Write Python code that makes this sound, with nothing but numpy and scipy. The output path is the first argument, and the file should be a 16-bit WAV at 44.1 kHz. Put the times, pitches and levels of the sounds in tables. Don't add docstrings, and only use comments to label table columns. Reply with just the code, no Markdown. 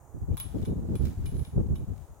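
import sys
import numpy as np
from scipy import signal
from scipy.fft import rfft, irfft
from scipy.io import wavfile
from scipy.ndimage import uniform_filter1d

SR = 44100
rng = np.random.default_rng(int(sys.argv[2]) if len(sys.argv) > 2 else 0)


def digitize_waveform(pressure):
    field = np.atleast_2d(pressure).T
    bounded = np.clip(field, -1, 1)
    quanta = np.round(bounded * 32767).astype(np.int16)
    wavfile.write(sys.argv[1], SR, quanta)


N = 97020

# frequency in Hz, relative spectral density in dB.
HUM_SPECTRUM = [(30, -7), (75, 8), (150, -11.5), (380, 1), (520, -2.5), (800, -0.5), (1200, -9.5),
                (1800, -21), (3000, -50), (6000, -26.5)]
HISS_SPECTRUM = [(500, -10), (2000, -1), (4000, -11.5), (5300, -24), (6100, 0), (6800, 9), (7450, -4.5),
                 (8300, 3.5), (9500, -6.5), (10700, -15), (13000, -10), (15500, -10.5), (16200, 4)]

# time in seconds, rumble level in dB, left minus right in dB.
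BREEZE_CONTOUR = [(0, -56.5, -23), (.1, -52, -32), (.2, -42.5, 2), (.4, -45.5, 23), (.52, -50, 14),
                  (.65, -46.5, -3), (1.1, -39, -6), (1.47, -51, 1), (1.75, -43, 0), (2.0, -89, 12),
                  (2.12, -56, 5), (2.2, -55, 28)]
# start in seconds, hold in seconds, relative levels of rumble and
# flutter in dB, left minus right for rumble and for flutter in dB.
GUST_EVENTS = [(0.145, 0.034, -38.5, -43.5, -7.5, -4.5), (0.217, 0.024, -28.5, -45, 1.5, 2),
               (0.286, 0.059, -24, -36.5, 8.5, -2.5), (0.39, 0.073, -45.5, -63, 34, -4),
               (0.448, 0.024, -34, -45, 24, 2.5), (0.495, 0.035, -38.5, -50.5, 24, -20),
               (0.546, 0.025, -30.5, -31.5, 2.5, 3), (0.583, 0.027, -33.5, -36.5, -4, -2),
               (0.621, 0.019, -27.5, -37, 5, -0.5), (0.675, 0.059, -28.5, -31.5, 5, -1.5),
               (0.756, 0.044, -30.5, -36.5, 2, 2.5), (0.813, 0.061, -34.5, -39.5, 6, -10),
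               (0.889, 0.074, -29.5, -33, 6.5, -1), (0.999, 0.05, -23, -35.5, -15, -2),
               (1.049, 0.047, -29, -37, -3.5, -3), (1.103, 0.032, -63, -42, -13, -2),
               (1.175, 0.12, -30, -44.5, 6.5, -2.5), (1.325, 0.047, -28, -39.5, -1.5, -1),
               (1.385, 0.043, -27, -41, -11, 3), (1.479, 0.014, -39.5, -47, 0.5, -4.5),
               (1.531, 0.028, -33.5, -41, -1, 1.5), (1.562, 0.022, -23, -31, 4, -1),
               (1.578, 0.036, -24, -29.5, 3, -2), (1.629, 0.04, -30, -38, 15, 1),
               (1.69, 0.049, -23.5, -37, -2.5, -3), (1.747, 0.039, -35.5, -43.5, 0, -5),
               (1.798, 0.045, -32.5, -43.5, -1.5, -2), (1.878, 0.059, -30.5, -43, 12, -9.5),
               (1.956, 0.09, -41, -63.5, 23, 4), (2.092, 0.037, -43, -73, 4, -8)]
# frequency in Hz, relative density in dB.
RUMBLE_SPECTRUM = [(15, -28), (30, -11.5), (50, -3.5), (78, 0.5), (105, -3.5), (150, -9.5), (200, -24),
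                   (400, -54.5), (800, -79.5), (3000, -110)]
FLUTTER_SPECTRUM = [(90, -23.5), (140, -1.5), (200, 0.5), (270, -5), (380, -13.5), (520, -25.5), (750, -39),
                    (1300, -49), (2500, -73), (6000, -92)]
SPUTTER_SPECTRUM = [(180, -22), (330, 1), (450, -0.5), (600, -13.5), (800, -20.5), (1300, -35.5),
                    (2500, -60.5), (6000, -91)]

# time in seconds, level in dB.
RUSTLE_CONTOUR = [(0, -96), (.3, -76), (.345, -80), (.39, -57.5), (.5, -65), (.63, -62), (.74, -71.5),
                  (.85, -71), (.95, -64.5), (1.02, -60), (1.07, -56.5), (1.16, -65.5), (1.3, -62.5),
                  (1.46, -64), (1.58, -72), (1.88, -72), (2.0, -69.5), (2.2, -78)]
# frequency in Hz, relative density in dB.
RUSTLE_SPECTRUM = [(700, -13), (1300, 5), (2400, 0), (3800, -2), (4800, -3), (6500, -3.5), (9000, -4.5),
                   (12000, -6), (15500, -3.5), (17000, -17)]
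CLICK_SPECTRUM = [(400, -4), (1100, 11), (1900, 0), (3600, -1), (5000, -3.5), (7500, -2.5), (9500, 1.5),
                  (12800, -3.5), (14700, -11), (16500, -21)]

# start in seconds, click gain in dB, ping gain above the click in dB,
# knock gain in dB, most excited knock frequency in Hz, ring gain in dB, ring detuning in cents,
# most excited ring frequency in Hz, ring phase between the ports in radians.
STRIKES = [(0.3250, -74, -3, -61, 2250, -81, 0, 10600, 2.5),
           (0.3420, -60, -10, -59, 3000, -71, 9, 10700, 2.5),
           (0.3700, -41.5, 6, -48, 2300, -35, 0, 11080, 2.3),
           (0.3765, -46, -8, -43.5, 3360, -66, 15, 10300, 1.4),
           (0.4002, -37, 13, -36, 3300, -31, 0, 10720, 2.1), (0.5850, -69, -6, -57, 3800, -70, 2, 10300, 2),
           (0.6269, -67, -6, -52, 3800, -75, -5, 10300, 2.5),
           (0.6514, -46, -11, -55.5, 2400, -50.5, 3.5, 10580, 2.4),
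           (0.6560, -51, -10, -44.5, 3750, -58, -2.5, 10900, 2.2),
           (0.9545, -44.5, 1, -46, 3120, -47.5, 25.5, 10880, 1.6),
           (1.025, -61, -4, -57, 3500, -76, 29, 10500, 2.0),
           (1.0542, -47, 2, -43.5, 4600, -66, 23, 10500, 1.7),
           (1.2571, -49.5, 3, -48, 5300, -49, 8, 11160, 0.79),
           (1.2620, -48, -5, -45.5, 3170, -51, 7.5, 10500, 1.0),
           (1.3442, -72, -14, -59, 3960, -57, 22, 10900, 2.2),
           (1.3673, -56, -9, -56, 3830, -53, 6, 10470, 0.78),
           (1.3953, -54, 4, -54, 3800, -51, 22.5, 10520, 2.5),
           (1.45, -52, -9, -48, 3970, -52.5, 33.5, 10390, 0.96),
           (1.755, -54, -2, -53, 3020, -52, 12, 10900, 3.0),
           (1.7590, -58, -8, -49, 3820, -58.5, 12.5, 10850, 4.4),
           (1.98, -60, 5, -67, 3750, -83, 17, 10800, 2.2), (2.029, -76, -9, -70, 3800, -68, 26, 10450, 3.2)]
# frequency in Hz, relative level in dB, 60 dB decay time in seconds.
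HARDWARE_MODES = [(1072, 12, 0.02), (2333, -3, 0.029), (2956, -10, 0.061), (3380, -8.5, 0.031),
                  (3750, -4, 0.021), (4034, -11, 0.036), (5230, -4.5, 0.013), (6370, -3, 0.0091),
                  (12960, 9, 0.014)]
PING_MODES = [(14300, -3, .005), (15400, -9, .004), (13000, -10, .004)]
LINK_MODE_HZ = [10299, 10557, 10774, 11092]
# relative level in dB, 60 dB decay time in seconds.
LINK_MODE_DECAYS = [(-1, .3), (-2, .17), (0, .16), (-1, .18)]


def undb(db):
    return 10 ** (np.asarray(db) / 20)


def unit(x):
    return x / np.sqrt(np.mean(x ** 2))


def curve(table, column=1):
    rows = np.array(table)
    return np.interp(np.arange(N) / SR, rows[:, 0], rows[:, column])


def pan(db):
    gains = undb(np.array([[1], [-1]]) * db / 2)
    return gains / np.sqrt(np.mean(gains ** 2, axis=0))


def colour(x, spectrum):
    hz, db = np.array(spectrum).T
    size = 2 * x.shape[-1]
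    log_hz = np.log(np.fft.rfftfreq(size, 1 / SR) + 1)
    gain = unit(undb(np.interp(log_hz, np.log(hz), db)))
    cepstrum = irfft(np.log(gain))
    cepstrum[1:size // 2] *= 2
    cepstrum[size // 2 + 1:] = 0
    return irfft(rfft(x, size) * np.exp(rfft(cepstrum)))[..., :size // 2]


def noise(spectrum):
    return unit(colour(rng.standard_normal((2, N)), spectrum))


def mode(t, hz, t60, phase):
    return np.sqrt(2) * np.exp(-np.log(1000) * t / t60) * np.sin(2 * np.pi * hz * t + phase[:, None])


def background(hum_db=-59, side_db=-7.5, hiss_db=-67.5):
    mid, side = noise(HUM_SPECTRUM)
    hum = mid + undb(side_db) * np.array([side, -side])
    return undb(hum_db) * hum + undb(hiss_db) * noise(HISS_SPECTRUM)


def eddies(spectrum, eddy_s):
    pressure = noise(spectrum)
    power = uniform_filter1d(pressure ** 2, int(eddy_s * SR))
    power = uniform_filter1d(power, int(eddy_s * SR / 2))
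    return pressure / np.sqrt(power + 1e-9)


def wind(attack_s=0.0042, release_s=0.0074, rumble_trim_db=-0.5, flutter_trim_db=1, hard_gust_db=-30.5):
    t = np.arange(N) / SR
    rumble_power = (undb(curve(BREEZE_CONTOUR)) * pan(curve(BREEZE_CONTOUR, column=2))) ** 2
    flutter_power = rumble_power * undb(-16.5) ** 2
    for start, hold, rumble_db, flutter_db, rumble_pan_db, flutter_pan_db in GUST_EVENTS:
        envelope = np.exp(np.minimum(t - start, 0) / attack_s - np.maximum(t - start - hold, 0) / release_s)
        rumble_power += (undb(rumble_trim_db + rumble_db) * pan(rumble_pan_db) * envelope) ** 2
        flutter_power += (undb(flutter_trim_db + flutter_db) * pan(flutter_pan_db) * envelope) ** 2
    hardness = np.sqrt(flutter_power) / undb(hard_gust_db)
    sputter_gain = undb(-38.5) * hardness ** 1.43
    rumble = eddies(RUMBLE_SPECTRUM, eddy_s=0.036) * np.sqrt(rumble_power)
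    flutter = eddies(FLUTTER_SPECTRUM, eddy_s=0.014) * np.sqrt(flutter_power)
    sputter = eddies(SPUTTER_SPECTRUM, eddy_s=0.025) * sputter_gain
    return rumble + flutter + sputter


def rustle(ticks_per_s=5000, spread_db=1.8):
    ticks = (rng.random(N) < ticks_per_s / SR) * undb(spread_db * rng.exponential(size=N))
    ticking = colour(ticks * rng.standard_normal((2, N)), RUSTLE_SPECTRUM)
    return unit(ticking) * undb(curve(RUSTLE_CONTOUR))


def click(t, crack_s=0.0012, chatter_s=0.006, chatter_db=-8):
    envelope = np.exp(-t / crack_s) + undb(chatter_db) * np.exp(-t / chatter_s)
    return colour(rng.standard_normal((2, len(t))) * envelope, CLICK_SPECTRUM)


def knock(t, excited_hz, falloff_db_per_octave=10.5, scatter_db=1, rattle_s=0.012, rattle_db=-1.5):
    body = 0
    for hz, db, t60 in HARDWARE_MODES:
        octaves_off = abs(np.log2(hz / excited_hz))
        gain = undb(db - falloff_db_per_octave * octaves_off + scatter_db * rng.standard_normal())
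        detuned_hz = hz * (1 + 0.0099 * rng.standard_normal())
        body = body + gain * mode(t, detuned_hz, t60, rng.uniform(0, 2 * np.pi, 2))
    rattle = unit(rng.standard_normal(len(t)) * np.exp(-t / rattle_s))
    force = undb(rattle_db) * rattle / np.sqrt(len(t))
    force[0] = 1
    response = signal.fftconvolve(body, force[None], axes=1)[:, :len(t)]
    return unit(response) * np.std(body)


def ping(t):
    port_phase = np.array([0, np.pi / 3])
    return sum(undb(db) * mode(t, hz, t60, rng.uniform(0, 2 * np.pi) + port_phase)
               for hz, db, t60 in PING_MODES)


def ring(t, cents, excited_hz, port_rad, falloff_db_per_khz=26, rise_s=0.0056):
    vibration = 0
    for mode_hz, (db, t60) in zip(LINK_MODE_HZ, LINK_MODE_DECAYS):
        hz = mode_hz * 2 ** (cents / 1200)
        phase = rng.uniform(0, 2 * np.pi) + np.array([0, port_rad + rng.normal(0, 0.14)])
        khz_off = abs(hz - excited_hz) / 1000
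        vibration = vibration + undb(db - falloff_db_per_khz * khz_off) * mode(t, hz, t60, phase)
    return vibration * (1 - np.exp(-t / rise_s))


def clinks():
    impacts, pings, rings = np.zeros((3, 2, N))
    t = np.arange(SR // 2) / SR
    for start_s, click_db, ping_db, knock_db, knock_hz, ring_db, cents, ring_hz, port_rad in STRIKES:
        start = int(start_s * SR)
        size = min(len(t), N - start)
        span = slice(start, start + size)
        impact = undb(click_db) * click(t) + undb(knock_db) * knock(t, knock_hz)
        impacts[:, span] += impact[:, :size]
        pings[:, span] += undb(click_db + ping_db) * ping(t)[:, :size]
        rings[:, span] += undb(ring_db) * ring(t, cents, ring_hz, port_rad)[:, :size]
    return impacts, pings, rings


def yard_echo(x, t60=0.46, delay_s=0.0081):
    t = np.arange(SR // 2) / SR
    tail = rng.standard_normal((2, len(t))) * np.exp(-np.log(1000) * t / t60) * (t > delay_s)
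    tail /= np.sqrt(np.sum(tail ** 2) / 2)
    return signal.fftconvolve(x, tail, axes=1)[:, :N]


def scene():
    impacts, pings, rings = clinks()
    echo = yard_echo(undb(-7) * impacts + undb(-21) * rings)
    return impacts + pings + rings + echo + rustle() + wind() + background()


def record(dry):
    cutoff_hz = 16200
    return signal.sosfilt(signal.ellip(8, .2, 70, cutoff_hz, fs=SR, output="sos"), dry)


dry = scene()
out = record(dry)
digitize_waveform(out)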